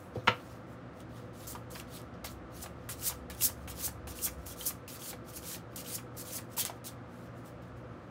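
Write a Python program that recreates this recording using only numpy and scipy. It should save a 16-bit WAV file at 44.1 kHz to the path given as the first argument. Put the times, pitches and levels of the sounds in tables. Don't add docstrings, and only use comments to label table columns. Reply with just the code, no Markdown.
import sys
import numpy as np
from scipy import signal
from scipy.fft import rfft, irfft
from scipy.io import wavfile
from scipy.ndimage import uniform_filter1d

SR = 44100
rng = np.random.default_rng(int(sys.argv[2]) if len(sys.argv) > 2 else 0)


def wav_record(signal):
    frames = np.transpose(np.atleast_2d(signal))
    bounded = np.clip(frames, -1, 1)
    quanta = np.round(bounded * 32767).astype(np.int16)
    wavfile.write(sys.argv[1], SR, quanta)


N = 357210

# pitch_hz, level_db
VENT_COLOUR = [(18, -55), (30, -21), (66, -11.5), (103, 2), (199, -8), (252, 0), (426, -14), (499, -4.5),
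               (962, -14.5), (1220, -11), (2610, -27), (3870, -33.5), (8980, -48), (13700, -66),
               (16000, -58)]
# pitch_hz, level_db, filter_width_hz
HUM_BANDS = [(118.8, -57, 8.3), (175.6, -58.5, 22), (242.2, -64, 5.6), (338.5, -59, 98), (485, -65, 8.1),
             (1194, -71, 44), (1327, -68, 34)]
# time_s, level_db
RUMBLE_LEVELS = [(0, -62), (1, -58.5), (2.67, -53.5), (2.84, -54), (3.17, -51.5), (4.35, -48.5), (4.5, -54),
                 (5, -61.5), (5.72, -59), (6.3, -64), (6.68, -60), (7.5, -60.5), (7.73, -50), (8.1, -67)]
# pitch_hz, level_db, ring_s (time to fade by 60 dB)
TABLE_NOTES = [(227, -7, 0.051), (396, -11, 0.045), (496, -12, 0.22), (970, 2.5, 0.027), (1080, -17, 0.036),
               (1334, 2.5, 0.034), (1640, -5, 0.035), (2145, 2, 0.034), (2510, -11, 0.033),
               (2790, -4, 0.14), (3000, -3, 0.07), (3350, -24, 0.094), (3540, -7.5, 0.13), (5500, -8, .04)]
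# start_s, level_db, hardness (0 to 1), thump_db
DECK_KNOCKS = [(0.155, -26, 0.02, -43), (0.165, -26, 0.04, -23), (.273, -20.5, 0.92, -50),
               (.2785, -14, 0.96, -20), (.283, -20, 0.67, -47), (.296, -24, 0.2, -51)]
# start_s, level_db
EDGE_TICKS = [(1.0036, -36), (1.474, -37), (1.7988, -27), (2.0158, -37), (2.1425, -61), (2.243, -40),
              (2.889, -32), (3.2044, -59), (3.2992, -28), (3.3478, -30), (3.4087, -38), (3.4216, -15),
              (3.6745, -36), (4.0716, -48), (4.465, -23.5), (4.8783, -41), (5.3355, -35), (5.7633, -39),
              (6.386, -25), (6.577, -27.5), (6.6504, -11.5), (7.457, -49), (7.6211, -60)]
# start_s, level_db, pitch_hz, hollowness (0 to 1)
PACKET_CLAPS = [(1.002, -55, 3360, .65), (1.551, -35, 1020, 0.9), (1.751, -37.5, 4740, 0.4),
                (1.758, -34, 1020, 0.34), (1.797, -36.5, 2820, 0.32), (2.245, -32, 640, 0.37),
                (2.638, -39.5, 705, 0.4), (2.659, -34, 760, 0.52), (2.89, -34.5, 1080, 0.07),
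                (3.022, -43, 2780, .6), (3.097, -37, 1040, 0.26), (3.108, -37, 1000, 0.37),
                (3.121, -35.5, 850, .4), (3.3, -36.5, 1780, .33), (3.408, -36, 2760, 0.74),
                (3.42, -47, 3750, 0.7), (3.484, -38.5, 1150, 0.4), (3.497, -37, 796, 0.5),
                (3.676, -35.5, 710, 0.02), (3.879, -35, 814, 0.42), (4.072, -37.5, 764, 0.24),
                (4.188, -42.5, 2830, .65), (4.262, -33.5, 3350, 0.3), (4.272, -34, 1500, 0.07),
                (4.281, -38, 2100, 0.5), (4.61, -39, 3120, 0.73), (4.704, -37, 600, 0.17),
                (4.878, -42, 2680, 0.5), (5.019, -47.5, 3300, .8), (5.129, -35.5, 760, 0.3),
                (5.546, -38, 2470, 0.4), (5.86, -43, 3060, 0.6), (5.982, -37.5, 606, 0.13),
                (6.384, -38, 1100, 0.06), (6.579, -36.5, 976, 0.75), (6.652, -34, 850, 0.2),
                (6.697, -33, 800, 0.86)]
# pitch_hz, level_db
BRIGHT_COLOUR = [(1760, -48), (3000, -27), (3240, -22), (4500, -5), (5440, -3), (6530, 0), (9400, 0.5),
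                 (14900, -0.5), (16000, 1)]
# pitch_hz, level_db
DULL_COLOUR = [(500, -27), (1200, -6), (2200, -6), (3200, -1), (4500, -2.5), (6500, -6.5), (9000, -41)]
# start_s, push_s, glide_s, touch_db, peak_db, dull_offset_db, fade_db_per_s
HAND_STROKES = [ (0, 0.011, 0.045, -59, -67, -12, 160), (.13, 0.025, .001, -90, -66, 5, 150),
                (.236, .03, 0.055, -71, -65, -9, 300), (0.268, 0.0048, .001, -66, -50.5, 9, 700),
                (.336, 0.18, .01, -68, -64.5, -3, 300), (.55, .005, .01, -67, -69.5, -7, 200),
                (.665, .07, .001, -76, -67, -11, 500), (.93, .08, .001, -80, -64.5, -2, 550),
                (1.09, 0.084, .001, -76, -63.5, -1.5, 160), (1.33, 0.073, 0.046, -69, -57, -3, 300),
                (1.468, 0.0074, 0.045, -49, -44.5, -13.5, 254), (1.7, .012, 0.088, -62, -53, -6.5, 450),
                (1.87, 0.092, .001, -71, -48.5, -5, 270), (2.136, 0.0049, .001, -90, -80, 14.5, 400),
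                (2.242, .012, .006, -43, -46, -2.5, 450), (2.285, .025, .001, -62, -55, -13, 360),
                (2.5, 0.054, 0.065, -81, -55, -4.5, 400), (2.61, 0.019, .001, -58, -43, -15, 300),
                (2.75, 0.076, 0.043, -88, -76, 3, 400), (2.888, 0.013, 0.017, -42.5, -40.5, -11.5, 600),
                (2.96, .11, 0.014, -64.5, -30.5, -15, 260), (3.298, .002, 0.0087, -48, -49.5, -3, 200),
                (3.364, 0.054, .001, -59, -42, -13, 500), (3.407, 0.034, .014, -40, -25.5, -21, 290),
                (3.57, 0.07, .001, -70, -65.5, -6, 400), (3.674, 0.023, 0.016, -53, -48, -6.5, 700),
                (3.74, 0.059, .015, -61.5, -43, -8, 500), (3.822, 0.025, 0.013, -44, -33, -14.5, 303),
                (4.07, .005, .041, -50.5, -50, -6, 600), (4.14, .024, 0.069, -60, -48.5, -8, 500),
                (4.213, 0.032, .012, -45, -31, -24, 211), (4.38, 0.076, .001, -68, -67, -4, 400),
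                (4.452, 0.012, 0.059, -70, -47, -9.5, 700), (4.56, 0.044, 0.04, -59, -46, -10, 500),
                (4.652, 0.011, 0.019, -47, -32, -18, 312), (4.877, 0.081, .001, -49, -49.5, -7.5, 400),
                (4.99, 0.11, .001, -52, -42.5, -8.5, 370), (5.24, 0.058, .001, -75.5, -51, -8, 700),
                (5.32, 0.049, .001, -60, -42.5, -11, 250), (5.42, 0.065, 0.064, -55.5, -43.5, -7.5, 450),
                (5.69, .036, .03, -87, -69, -3, 500), (5.758, 0.01, 0.04, -38, -46, -8.5, 449),
                (5.84, 0.038, 0.033, -58, -46, -7.5, 499), (5.916, 0.036, .001, -47, -36.5, -16, 330),
                (6.12, .035, .01, -92, -69.5, -5, 500), (6.165, 0.0088, 0.041, -55, -45, -13, 200),
                (6.248, .04, 0.045, -54, -47.5, -9, 400), (6.32, 0.032, 0.017, -46, -38.5, -13, 350),
                (6.478, 0.057, .001, -79, -55.5, -9, 470), (6.565, .005, .003, -46, -38, -9, 500),
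                (6.577, 0.025, 0.0065, -35.5, -31.5, -9.5, 360),
                (6.653, 0.0023, 0.0092, -50, -41.5, -3.5, 441), (6.73, .04, .001, -73, -70, -7, 600),
                (6.841, 0.026, 0.0061, -52, -42.5, -8.5, 403), (7.05, 0.083, .124, -90.5, -69, -3.5, 298),
                (7.318, 0.067, .001, -92, -66.5, -6, 333.5), (7.43, 0.031, .014, -80, -59.5, -9, 320),
                (7.608, .014, .001, -91, -68.5, -2.5, 229), (7.668, .01, .001, -81, -72, -9, 600),
                (7.754, 0.018, .001, -84, -70, -6, 252), (7.87, .06, .17, -88, -84.5, 1, 304.5), ]


def gain(db):
    return 10 ** (np.asarray(db) / 20)


def unit_level(x):
    return x / np.sqrt(np.mean(x ** 2) + 1e-20)


def coloured(x, points):
    hz, db = np.transpose(points)
    freqs = np.fft.rfftfreq(len(x), 1 / SR)
    curve_db = np.interp(np.log(freqs + 1), np.log(hz), db, -120, -120)
    return irfft(rfft(x) * gain(curve_db), len(x))


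def resonate(x, hz, width_hz):
    return signal.lfilter(*signal.iirpeak(hz, hz / width_hz, SR), x)


def add(mix, start_s, sound):
    part = mix[round(start_s * SR):][:len(sound)]
    part += sound[:len(part)]


def background():
    air_noise, rumble_noise, drift, *hum_noises = rng.standard_normal((len(HUM_BANDS) + 3, N))
    t = np.arange(N) / SR
    air = gain(-50) * unit_level(coloured(air_noise, VENT_COLOUR))
    hum = gain(-59.5) * np.sin(2 * np.pi * 120 * t) + gain(-60.5) * np.sin(2 * np.pi * 503 * t)
    for (hz, db, width_hz), noise in zip(HUM_BANDS, hum_noises):
        hum += gain(db) * unit_level(resonate(resonate(noise, hz, width_hz), hz, width_hz))
    drone_hz = 67 + 3.87 * unit_level(uniform_filter1d(drift, size=8000))
    drone = np.sin(2 * np.pi * np.cumsum(drone_hz) / SR)
    murmur = unit_level(resonate(resonate(rumble_noise, 69, 30.33), 69, 30.33))
    swell = gain(np.interp(t, *np.transpose(RUMBLE_LEVELS)))
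    return air + hum + swell * (0.66 * drone + 0.95 * murmur)


def room_echo(x, ring_s):
    t = np.arange(SR // 2) / SR
    echoes = rng.choice([-1., 1.], len(t)) * (rng.random(len(t)) < 3000 / SR) * (t > .004)
    low = signal.lfilter(*signal.butter(1, 4000, fs=SR), echoes)
    tail = low * gain(-60 * t / ring_s) + (echoes - low) * gain(-60 * t / (0.28 * ring_s))
    return signal.fftconvolve(x, tail / np.linalg.norm(tail))[:N]


def deck_knocks():
    out, t = np.zeros(N), np.arange(SR // 3) / SR
    noises = rng.standard_normal((len(DECK_KNOCKS), len(t)))
    thump = np.sin(2 * np.pi * 108 * t) * (t / 0.016) ** 3 * np.exp(3 - 3 * t / 0.011)
    hz, level_db, ring_s = np.transpose(TABLE_NOTES)[:, :, None]
    sign = (-1.) ** np.arange(len(hz))[:, None]
    rise = 1 - np.exp(-t * hz / 0.47)
    notes = sign * gain(level_db - 60 * t / ring_s) * np.sin(2 * np.pi * hz * t) * rise
    rattle_shape = (np.exp(-t / 0.0052) + 0.15 * np.exp(-t / 0.027)) * (1 - np.exp(-t / 0.001))
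    for (start_s, db, hardness, thump_db), noise in zip(DECK_KNOCKS, noises):
        top_hz = 550 * 6.2 ** hardness
        ring = (notes / (1 + (hz / top_hz) ** 4)).sum(axis=0)
        band = signal.butter(3, [0.27 * top_hz, top_hz], "band", fs=SR, output="sos")
        rattle = unit_level(signal.sosfilt(band, noise)) * rattle_shape
        add(out, start_s, gain(db) * (0.5 * ring + 0.57 * rattle) + gain(thump_db) * thump)
    return out


def edge_ticks():
    out, t = np.zeros(N), np.arange(300) / SR
    noises = rng.standard_normal((len(EDGE_TICKS), len(t)))
    snap = np.sin(2 * np.pi * 9000 * t) * np.exp(-t / .0001)
    for (start_s, db), noise in zip(EDGE_TICKS, noises):
        add(out, start_s + 0.0012, gain(db) * (0.86 * snap + 0.23 * noise * np.exp(-t / 0.0012)))
    return out


def packet_claps():
    out, t = np.zeros(N), np.arange(4000) / SR
    noises = rng.standard_normal((len(PACKET_CLAPS), 2, len(t)))
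    pat_band = signal.butter(2, [650, 2800], "band", fs=SR)
    shape = (1 - np.exp(-t / 0.000646)) * np.exp(-t / 0.0092)
    for (start_s, db, hz, hollowness), (tock_noise, pat_noise) in zip(PACKET_CLAPS, noises):
        tone = 2.0 * np.sin(2 * np.pi * hz * t) * np.exp(-t / 0.0055)
        tock = tone + 0.72 * unit_level(resonate(tock_noise, hz, 0.29 * hz))
        pat = 0.59 * unit_level(signal.lfilter(*pat_band, pat_noise))
        add(out, start_s, gain(db) * (hollowness * tock + (1 - hollowness) * pat) * shape)
    return out


def grit(per_s, spread_db):
    size = gain(spread_db * np.minimum(rng.exponential(1, N), 5)) * rng.standard_normal(N)
    return size * (rng.random(N) < per_s / SR)


def shifting_gap(x, depth_db):
    spectrum = signal.stft(x, nperseg=256)[2]
    patches = uniform_filter1d(rng.standard_normal(spectrum.shape), size=4, axis=0)
    patches = unit_level(uniform_filter1d(patches, size=8, axis=1))
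    return unit_level(signal.istft(spectrum * gain(depth_db * patches), nperseg=256)[1][:N])


def stroke_db(t, push_s, glide_s, touch_db, peak_db, fade_db_per_s):
    brake_db_per_s, slow_db = 555.5, -55
    pushed_db = touch_db + (peak_db - touch_db) * np.clip(t / push_s, 0, 1) ** 0.95
    after_s = np.maximum(t - push_s - glide_s, 0)
    braking_s = np.minimum(after_s, max(peak_db - slow_db, 0) / brake_db_per_s)
    return pushed_db - brake_db_per_s * braking_s - fade_db_per_s * (after_s - braking_s)


def card_slides():
    t = np.arange(SR // 2) / SR
    bright_power, dull_power = np.full(N, gain(-88.5) ** 2), np.full(N, gain(-87) ** 2)
    for start_s, push_s, glide_s, touch_db, peak_db, dull_offset_db, fade in HAND_STROKES:
        bright_db = stroke_db(t, push_s, glide_s, touch_db, peak_db, fade)
        add(bright_power, start_s + 0.0015, gain(bright_db) ** 2)
        dull_touch_db = peak_db - 0.75 * (peak_db - touch_db)
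        dull_db = dull_offset_db + stroke_db(t, push_s, glide_s + 0.01, dull_touch_db, peak_db, fade)
        add(dull_power, start_s + 0.0011, gain(dull_db) ** 2)
    pressure = gain(.7 * unit_level(uniform_filter1d(rng.standard_normal(N), size=150)))
    bright = shifting_gap(coloured(grit(per_s=26000, spread_db=.6), BRIGHT_COLOUR), depth_db=2.0)
    treble = signal.filtfilt(*signal.butter(2, 9000, "high", fs=SR), bright)
    treble_db = 0.11 * (10 * np.log10(bright_power) + 43.5)
    bright += (gain(treble_db) - 1) * treble
    dull = shifting_gap(coloured(grit(per_s=9000, spread_db=2.8), DULL_COLOUR), depth_db=2.5)
    bright_gain, dull_gain = uniform_filter1d(np.sqrt([bright_power, dull_power]) * pressure, size=12)
    return bright_gain * bright + dull_gain * dull


def scene():
    cards = card_slides() + packet_claps() + edge_ticks() + deck_knocks()
    return (cards + gain(-12) * room_echo(cards, ring_s=0.19) + background())[None]


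def record(dry):
    low_hz, high_hz = 50, 15750
    thin = signal.sosfilt(signal.butter(3, low_hz, "high", fs=SR, output="sos"), dry)
    treble_cut = signal.firwin(511, high_hz, window=("kaiser", 9), fs=SR)
    return signal.oaconvolve(thin, treble_cut[None], "same")


dry = scene()
out = record(dry)
wav_record(out)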